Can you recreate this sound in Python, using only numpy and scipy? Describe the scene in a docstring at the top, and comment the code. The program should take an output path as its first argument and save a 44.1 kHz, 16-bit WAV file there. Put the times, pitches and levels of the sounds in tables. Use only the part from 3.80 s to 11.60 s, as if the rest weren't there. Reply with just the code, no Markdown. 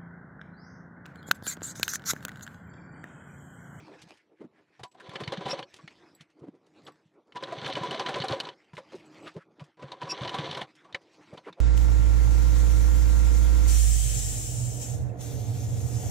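"""Sewing machine in three bursts

A sewing machine stitches on its table, in a nearly mono picture. Noise bursts through resonances make the steel clicks
and body knocks, beating grit makes the rattle, decaying sines make table thuds and bangle tinkles, and swelling
resonant noise makes belt squeaks. Around the bursts, shaped noise and grit are hands dragging and scuffing the cloth.
"""
import sys
import numpy as np
from scipy import signal
from scipy.fft import rfft, irfft, next_fast_len
from scipy.io import wavfile
from scipy.ndimage import uniform_filter1d, map_coordinates

SR = 44100
rng = np.random.default_rng(int(sys.argv[2]) if len(sys.argv) > 2 else 0)


def unload_audio(sound):
    """Save the sound as a 16-bit wav file, at the path given as the first command line argument."""
    columns = np.transpose(np.atleast_2d(sound))
    # keep every value between -1 and 1, then stretch to whole-number steps
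    steps = np.round(np.clip(columns, -1, 1) * 32767)
    wavfile.write(sys.argv[1], SR, steps.astype(np.int16))


N = 344089  # length in samples


def amp(db):
    """dB to gain."""
    return 10 ** (np.asarray(db) / 20)


def unit(x):
    """x at rms 1."""
    return x / np.sqrt(np.mean(x ** 2) + 1e-20)


def filtered(x, response):
    """x times a complex response of frequency, padded so that tails do not wrap round."""
    m = next_fast_len(N + SR // 2)
    return irfft(rfft(x, m) * response(np.fft.rfftfreq(m, 1 / SR)), m)[..., :N]


def colour(points):
    """Gain curve through (Hz, dB) points on a log frequency axis."""
    f, db = np.transpose(points)
    return lambda hz: amp(np.interp(np.log(hz + 1), np.log(f + 1), db))


def even_colour(points):
    """The same curve scaled to rms 1 over frequency, so white noise keeps its level."""
    return lambda hz: unit(colour(points)(hz))


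def resonant(modes):
    """Causal response of (Hz, width in Hz, dB) modes in alternating polarity; white noise keeps its rms."""
    def response(f):
        h = 0
        for k, (centre, width, db) in enumerate(modes):
            damping = 1j * f * width
            h = h + (-1) ** k * amp(db) * damping / (centre * centre - f * f + damping)
        return h / np.sqrt(np.mean(np.abs(h) ** 2))
    return response


def gains(tables):
    """One gain per sample for each of the two dB columns, silent between the tables."""
    t = np.arange(N) / SR
    parts = [np.transpose(rows) for rows in tables]
    return [sum(amp(np.interp(t, p[0], p[k], -200, -200)) for p in parts) for k in (1, 2)]


def wobble(rate):
    """A smooth random curve, rate knots a second."""
    knots = rng.standard_normal(int(N * rate / SR) + 4)
    return map_coordinates(knots, [np.arange(N) * rate / SR])


def grit(rate, spread_db, hiss):
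    """Random tiny impacts, rate a second and uneven in size, on a bed of hiss, rms 1."""
    places = rng.random(N) < rate / SR
    sizes = amp(spread_db * rng.exponential(size=N))
    hits = places * sizes * rng.standard_normal(N)
    return unit(unit(hits) + hiss * rng.standard_normal(N))


def add(track, s, sound):
    """Mix a sound in at s seconds."""
    i = max(round(s * SR), 0)
    track[i:i + len(sound)] += sound[:len(track) - i]


def blows(rows, modes, t60, rise, snap, focus_db, luck_db):
    """Noise bursts (s, dB, Hz) with snap and tail, returned rung by the modes (most near that Hz) and bare."""
    rung, bare, t = np.zeros(N), np.zeros(N), np.arange(SR // 4) / SR
    hz = np.fft.rfftfreq(len(t), 1 / SR)
    tail = amp(-60 * t / t60) * (1 - np.exp(-t / rise))
    shape = tail / tail.max() + snap * amp(-60 * t / 0.002)  # the snap falls 60 dB in 2 ms
    for s, db, spot_hz in rows:
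        burst = amp(db) * shape * rng.standard_normal(len(t))
        luck = rng.normal(0, luck_db, len(modes))
        struck = []
        for (centre, width, level), v in zip(modes, luck):
            octaves_off = abs(np.log2(centre / spot_hz))
            struck.append((centre, width, level + v - focus_db * octaves_off))
        add(rung, s, irfft(rfft(burst) * resonant(struck)(hz), len(t)))
        add(bare, s, burst)
    return rung, bare


def room():
    """Faint air noise: white noise through a fixed colour."""
    # Each row: frequency in Hz, relative gain in dB.
    air_points = [(15, -39), (25, -24.5), (133, -16.5), (240, -29), (314, 13), (434, -13), (1000, -4.5),
                  (1240, -25), (3950, -50.5), (15600, -16)]
    return amp(-82) * unit(filtered(rng.standard_normal(N), colour(air_points)))


def patchy(x, depth_db):
    """Random patches of gain that move in time and frequency."""
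    z = signal.stft(x, nperseg=512)[2]
    field = uniform_filter1d(rng.standard_normal(z.shape), size=7, axis=0)
    field = uniform_filter1d(field, size=9, axis=1)
    return signal.istft(z * amp(depth_db * unit(field)), nperseg=512)[1][:N]


def cloth():
    """Folds rub low down and rustle in grains above; a low hum near 312 Hz rises and falls with the rub."""
    # Drag over the table, one list per pause. Each row: time in seconds, low rub in dB, rustle in dB.
    drags = [
        [(0.0, -49.5, -59), (0.11, -61.5, -59), (0.2, -62, -60.5), (0.262, -69.5, -63.5), (0.324, -63, -58.5),
         (0.386, -84, -72.5), (0.548, -73, -85), (0.654, -70, -81), (1.008, -79.5, -73), (1.1, -80, -83),
         (1.18, -60.5, -79)],
        [(1.85, -68, -80), (1.892, -74, -61.5), (2.01, -63.5, -63), (2.138, -68, -63), (2.294, -66.5, -63),
         (2.418, -72.5, -73.5), (2.658, -66.5, -79), (2.796, -70.5, -82), (3.056, -59.5, -66),
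         (3.264, -73.5, -77), (3.45, -69.5, -84), (3.55, -62, -68.5)],
        [(4.74, -64.5, -63.5), (4.898, -72, -71.5), (5.008, -69, -70), (5.14, -59, -60.5), (5.306, -57.5, -60),
         (5.468, -51.5, -56), (5.596, -82, -72.5), (5.686, -65.5, -85), (5.816, -59.5, -65), (5.914, -73, -76),
         (5.98, -82, -85)],
        [(6.87, -67, -63), (7.002, -60.5, -66.5), (7.126, -72.5, -71.5), (7.424, -64, -61.5),
         (7.538, -65, -61.5), (7.8, -70, -74)],
    ]
    # Colours of the rub and the rustle. Each row: frequency in Hz, relative gain in dB.
    rub_points = [(24, -49), (40, -16), (162, -8.5), (281, 0.5), (336, 4.5), (1400, -12), (1820, -80),
                  (3080, -120)]
    rustle_points = [(530, 7), (900, 10.5), (1240, 8), (2510, 9.5), (2800, 5), (4620, 2.5), (7900, -8.5),
                     (9920, -19.5), (15600, -13.5)]
    # Hum modes. Each row: frequency in Hz, width in Hz, relative level in dB.
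    hum_modes = [(157, 26, -3), (312.4, 14, 4.5)]
    rub, rustle = gains(drags)
    folds, unsteadiness = amp(1.8 * wobble(35)), amp(3 * wobble(10))
    lumpy = amp(6.3 * wobble(25)) * rng.standard_normal(N)
    low = unit(filtered(lumpy, colour(rub_points)))
    hum = filtered(unsteadiness * rng.standard_normal(N), resonant(hum_modes))
    grains = filtered(folds * grit(900, spread_db=2.5, hiss=1.9), colour(rustle_points))
    high = unit(patchy(grains, depth_db=4.0))
    return rub * (low + 0.51 * hum) + rustle * high


def swells():
    """Hands and folds on the cloth: lumpy noise in one broad band that rises and fades."""
    # Each row: time of the top in seconds, level in dB, centre of the band in Hz.
    swell_rows = [(0.027, -59, 158), (0.251, -56, 147), (0.397, -69, 1940), (.53, -62.5, 400),
                  (0.603, -70, 1890), (0.62, -42.5, 338), (.65, -46, 232), (0.779, -67, 1750),
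                  (.96, -69, 1830), (2.412, -63, 2030), (2.589, -61.5, 302), (2.641, -47.5, 360),
                  (2.758, -59, 310), (2.682, -45.5, 259), (5.148, -42.5, 367), (5.47, -51, 2600),
                  (5.481, -45.5, 1380), (5.571, -42.5, 380), (5.609, -57, 1520), (7.001, -65, 1600),
                  (7.1, -59, 910), (7.27, -67, 395), (7.541, -41, 470), (7.681, -42, 418),
                  (7.672, -56, 2150), (7.686, -48, 1120), (7.795, -47, 570)]
    # A firm swell is brief; each doubling_db softer lasts twice as long.
    firm_db, firm_width_s, doubling_db = -39, 0.0098, 21.5
    out, t = np.zeros(N), np.arange(-SR // 5, SR // 5) / SR
    hz = np.fft.rfftfreq(len(t), 1 / SR)
    for s, db, centre_hz in swell_rows:
        width = firm_width_s * 2 ** ((firm_db - db) / doubling_db)
        band = resonant([(centre_hz, .5 * centre_hz, 0)])(hz) ** 1.6
        lumps = amp(2.74 * rng.exponential(size=len(t))) * rng.standard_normal(len(t))
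        puff = unit(irfft(rfft(lumps) * band)) * amp(db) * np.exp(-.5 * (t / width) ** 2)
        start = s + t[0]
        add(out, max(start, 0), puff[max(-round(start * SR), 0):])  # trims what falls before zero
    return out


def scuffs():
    """Fingers, rings and folds: each scuff is a quick, grainy brush of broad noise."""
    # Each row: start in seconds, level in dB.
    scuff_rows = [(0.2168, -38.5), (0.286, -48), (0.337, -55), (0.3694, -53), (1.032, -35.5), (1.113, -54),
                  (1.9375, -41), (1.962, -44), (2.407, -45.5), (2.5002, -63), (2.59, -61.5),
                  (2.7494, -66.5), (2.8626, -58.5), (3.0304, -57), (3.067, -46.5), (3.2615, -68),
                  (3.3364, -71), (3.47, -70), (4.95, -47), (5.1508, -43.5), (5.192, -55.5), (5.2515, -59),
                  (5.3777, -60), (5.475, -55), (5.5383, -55), (5.839, -52), (6.9516, -51), (7.215, -57),
                  (7.3382, -61), (7.534, -51)]
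    # Each row: frequency in Hz, relative gain in dB.
    scuff_points = [(400, -7), (1500, -13), (3000, -3), (6000, -7.5), (10000, -16.5), (15700, -23.5)]
    t60_s, rise_s = 0.066, 0.0041
    envelope, t = np.zeros(N), np.arange(SR // 4) / SR
    for s, db in scuff_rows:
        add(envelope, s, amp(db - 60 * t / t60_s) * (1 - np.exp(-t / rise_s)))
    return filtered(envelope * grit(1900, spread_db=3.5, hiss=0.51), even_colour(scuff_points))


def body(rattle):
    """Blows and loose play shake the casting, part in its modes and part as a broad clatter."""
    # Blows on the cast body. Each row: start in seconds, level in dB, favoured ring in Hz.
    knocks = [(0.995, -43, 615), (1.034, -36.5, 970), (1.146, -51.5, 600), (1.2, -44, 1090),
              (1.335, -36, 740), (1.358, -39, 790), (1.405, -30, 647), (1.522, -27.5, 510),
              (1.609, -40, 972), (1.662, -29.5, 510), (1.687, -27.5, 546), (1.729, -27, 517),
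              (1.789, -32, 630), (1.825, -45, 776), (1.988, -46.5, 1070), (3.075, -38, 980),
              (3.558, -31, 985), (3.626, -31, 545), (3.723, -29.5, 523), (3.864, -29.5, 1280),
              (3.885, -30, 525), (3.967, -27, 525), (4.034, -28.5, 735), (4.111, -31, 800),
              (4.145, -33, 546), (4.196, -27, 776), (4.264, -28.5, 970), (4.287, -22, 550),
              (4.358, -23.5, 570), (4.439, -25, 750), (4.509, -28.5, 527), (4.529, -26.5, 1010),
              (4.633, -37, 990), (4.671, -34.5, 780), (4.934, -47.5, 1000), (4.979, -32.5, 555),
              (5.121, -41.5, 515), (5.566, -44, 520), (5.804, -42.5, 530), (5.995, -48, 990),
              (6.025, -37, 530), (6.12, -36.5, 950), (6.217, -31.5, 940), (6.277, -36, 950),
              (6.318, -34, 950), (6.418, -30.5, 517), (6.449, -30, 626), (6.543, -25.5, 990),
              (6.586, -29.5, 486), (6.725, -33.5, 1130), (6.771, -26.5, 940), (6.813, -31, 980),
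              (7.045, -46, 990), (7.147, -36.5, 1050), (7.574, -40.5, 850)]
    # Resonances of the casting. Each row: frequency in Hz, width in Hz, relative level in dB.
    body_modes = [(349, 114, -8), (548.2, 33.3, 1), (654, 86, -12), (764, 73, -4), (988.4, 24.6, -4.5),
                  (1130, 38, -4.5), (1590, 420, -19.5)]
    # Colour of the clatter. Each row: frequency in Hz, relative gain in dB.
    clatter_points = [(35, -58), (60, -36), (129, 0.5), (248, -6.5), (522, -1.5), (892, -14.5), (1000, 6.5),
                      (1210, -7), (3690, -14), (8930, -31), (15600, -97)]
    rung, bare = blows(knocks, body_modes, t60=0.078, rise=0.0028, snap=3.8, focus_db=13.5, luck_db=9.5)
    play = amp(2 * wobble(40))
    loose = rattle * play * grit(500, spread_db=1.0, hiss=1.5)
    broad = filtered(amp(-10) * bare + amp(-3.0) * loose, even_colour(clatter_points))
    return amp(-6.0) * rung + amp(1.5) * filtered(loose, resonant(body_modes)) + broad


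def table():
    """Each thud is a few cycles of the table top, roughened by the frame."""
    # Each row: start in seconds, level in dB, pitch in Hz.
    thuds = [(1.009, -45.5, 123), (1.287, -46, 144), (1.42, -40.5, 144), (1.475, -36, 136),
             (1.577, -35.5, 179), (1.657, -39, 142), (2.03, -44.5, 157), (2.404, -51, 157),
             (2.619, -45.5, 148), (3.254, -60.5, 160), (3.773, -43, 140), (3.82, -44, 152),
             (3.853, -47, 133), (3.937, -37, 144), (4.009, -35, 149), (4.081, -43, 158),
             (4.401, -37.5, 150), (4.508, -33, 124), (4.933, -49, 149), (4.972, -49, 112),
             (5.562, -39.5, 163), (5.814, -40, 146), (6.04, -42, 137), (6.233, -39, 148), (6.413, -32, 128),
             (6.461, -36, 116), (6.587, -33.5, 146), (6.627, -38, 132), (6.692, -40, 150),
             (6.819, -47, 134), (7.531, -45, 153), (7.696, -51, 170)]
    t60_s, rise_s = 0.075, 0.0072
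    out, t = np.zeros(N), np.arange(SR // 6) / SR
    shape = amp(-60 * t / t60_s) * (1 - np.exp(-t / rise_s))
    for s, db, hz in thuds:
        add(out, s, amp(db) * shape / shape.max() * np.sin(2 * np.pi * hz * t))
    return out * (1 + .5 * wobble(150))


def steel(rattle):
    """Contacts and loose play ring the small steel parts; each contact also leaves a broad snap."""
    # Contacts of needle bar, hook and presser lever.
    # Each row: start in seconds, level in dB, favoured ring in Hz.
    clicks = [(1.034, -30, 3900), (1.293, -33.5, 2960), (1.3558, -21.5, 1730), (1.4023, -33, 1670),
              (1.4355, -27.5, 3260), (1.476, -23.5, 2260), (1.5214, -24, 2940), (1.5358, -27, 2250),
              (1.572, -28, 3060), (1.6563, -33, 3030), (1.6801, -28.5, 3030), (1.7089, -22, 3870),
              (1.7915, -29.5, 2250), (1.8269, -29, 2960), (2.0765, -31.5, 1910), (2.4078, -41, 4710),
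              (3.0656, -38.5, 3860), (3.5218, -42.5, 2430), (3.5555, -44, 1620), (3.57, -30, 3510),
              (3.6353, -24, 2450), (3.8145, -30, 3460), (3.8457, -25, 2890), (3.8605, -25, 3740),
              (3.877, -25, 3400), (3.8986, -26.5, 2990), (3.9335, -28.5, 4230), (3.9525, -20.5, 2060),
              (4.1091, -23, 3070), (4.145, -24.5, 1660), (4.1956, -20, 3060), (4.2612, -19, 3270),
              (4.3415, -19.5, 3040), (4.3857, -29, 2990), (4.4007, -23, 4190), (4.4198, -20, 3130),
              (4.4828, -22.5, 3660), (4.5097, -27, 2990), (4.5213, -21, 3290), (4.6013, -19, 3680),
              (4.6511, -29, 3480), (4.6881, -27.5, 2960), (4.9677, -32.5, 1610), (5.475, -33, 1600),
              (5.7958, -42, 2010), (6.118, -31, 3700), (6.2098, -41, 3690), (6.2292, -34, 3710),
              (6.4323, -29, 3720), (6.448, -28, 3600), (6.4752, -22.5, 3660), (6.493, -25.5, 3700),
              (6.542, -25.5, 3700), (6.5856, -23, 2970), (6.6686, -42, 3240), (6.7111, -24.5, 3940),
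              (6.727, -27, 3700), (6.747, -26, 3680), (6.7725, -29.5, 3470), (6.815, -25, 1630),
              (7.1254, -37, 3450), (7.1454, -17.5, 1880), (7.5762, -37, 2370), (7.7267, -39.5, 3520)]
    # Resonances of the steel parts. Each row: frequency in Hz, width in Hz, relative level in dB.
    steel_modes = [(1750, 170, -6), (2190, 290, -1.5), (3010, 146, 2), (3404, 306, 1.5), (3995, 396, -2.5),
                   (4413, 46, 2.5), (4410, 640, -14), (6080, 160, -10.5)]
    # Colour of the snap. Each row: frequency in Hz, relative gain in dB.
    snap_points = [(500, 3.5), (1500, 5), (3500, -5), (6000, -8.5), (9000, -25), (12000, -45.5),
                   (15700, -46.5)]
    ring, bare = blows(clicks, steel_modes, t60=.04, rise=0.00049, snap=0.81, focus_db=7.5, luck_db=3.5)
    play = amp(3 * wobble(70))
    loose = rattle * play * grit(790, spread_db=2.5, hiss=0.79)
    broad = filtered(bare, even_colour(snap_points))
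    return amp(-10.0) * ring + filtered(loose, resonant(steel_modes)) + amp(-15.0) * broad


def bangles():
    """Each touch rings the modes briefly at new strengths."""
    # Each row: start in seconds, level in dB.
    touches = [(1.0789, -70), (1.1154, -70), (1.8941, -63.5), (2.3491, -55.5), (3.049, -61),
               (3.1203, -64.5), (4.557, -54.5), (5.1826, -78), (5.257, -68), (5.4266, -59.5)]
    # Bangle modes. Each row: frequency in Hz, relative level in dB, time to fall 60 dB in seconds.
    bangle_modes = [(3950, -2, .03), (4750, -4, .04), (7800, 2, .08), (9800, -12, .04), (12800, 0, .07)]
    out, t = np.zeros(N), np.arange(SR // 5) / SR
    for s, db in touches:
        luck = rng.normal(0, 4, len(bangle_modes))
        ring = 0
        for (hz, level, t60), v in zip(bangle_modes, luck):
            ring = ring + amp(level + v - 60 * t / t60) * np.sin(2 * np.pi * hz * t)
        add(out, s, amp(db) * ring * (1 - np.exp(-t / 0.0013)))
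    return out * (1 + .5 * wobble(120))


def beat():
    """Gain of the rattle: it jumps at every stroke and sinks until the next."""
    # One row per burst: time of one stroke in seconds, seconds between strokes, sink between strokes in dB.
    beats = [(1.522, .0432, 9), (4.267, 0.074, 4.5), (6.583, 0.052, 4.5)]
    t = np.arange(N) / SR
    nearest = np.argmin([abs(t - row[0]) for row in beats], axis=0)
    s, period, sink_db = np.array(beats)[nearest].T
    phase = (t - s) / period % 1
    return amp(uniform_filter1d(sink_db * (.5 - phase), size=SR // 100))  # jumps softened over 10 ms


def belt():
    """A slip swells and fades in a few high resonances."""
    # Each row: time of the top in seconds, level in dB.
    squeaks = [(1.713, -33.5), (6.311, -31)]
    # Each row: frequency in Hz, width in Hz, relative level in dB.
    squeak_modes = [(2605, 83, 7.5), (4874, 120, 9), (5300, 154, 9), (5586, 45, 16), (7400, 600, -10.5),
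                    (11070, 130, -7.5)]
    width_s = 0.01
    t = np.arange(N) / SR
    swell = sum(amp(db) * np.exp(-.5 * ((t - s) / width_s) ** 2) for s, db in squeaks)
    return filtered(swell * rng.standard_normal(N), resonant(squeak_modes))


def scene():
    """Machine near the centre, hands and room slightly right, a faint noisy left-right difference added."""
    # Running mechanism, one list per burst. Each row: time in seconds, body rattle in dB, steel rattle in dB.
    running = [
        [(1.17, -68, -76), (1.25, -54, -59), (1.596, -47.5, -54), (1.7, -46, -46), (1.78, -45, -52),
         (1.85, -80, -65)],
        [(3.55, -55, -65), (3.732, -49.5, -50), (4.05, -42, -46), (4.51, -43.5, -44.5), (4.7, -52, -62),
         (4.74, -65, -62)],
        [(5.97, -65.5, -86), (6.05, -53.5, -63), (6.19, -62.5, -65), (6.23, -49.5, -56), (6.4, -46, -49),
         (6.648, -42, -44.5), (6.83, -49.5, -50.5), (6.87, -66, -75)],
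    ]
    low, high = gains(running) * beat()
    hands = bangles() + cloth() + swells() * amp(1.8 * wobble(90)) + scuffs() + room()
    mid = steel(high) + body(low) + table() + belt() + hands
    difference_colour = colour([(100, -7.0), (400, -23), (1500, -15.0), (4000, -15.5), (12000, 8.5)])
    difference = wobble(60) * filtered(mid, difference_colour)
    lean = amp(-32) * hands
    side = amp(-57.5) * difference - lean
    return np.array([mid + side, mid - side])  # left, right


def record(dry):
    """The microphone thins both ends; nothing is kept above the band limit."""
    # Microphone colour. Each row: frequency in Hz, gain in dB.
    mic_points = [(25, -29), (90, 2), (10000, -1), (15700, -20.5)]
    top_hz = 15770
    return filtered(dry, lambda hz: colour(mic_points)(hz) * (hz < top_hz))


dry = scene()
out = record(dry)
unload_audio(out)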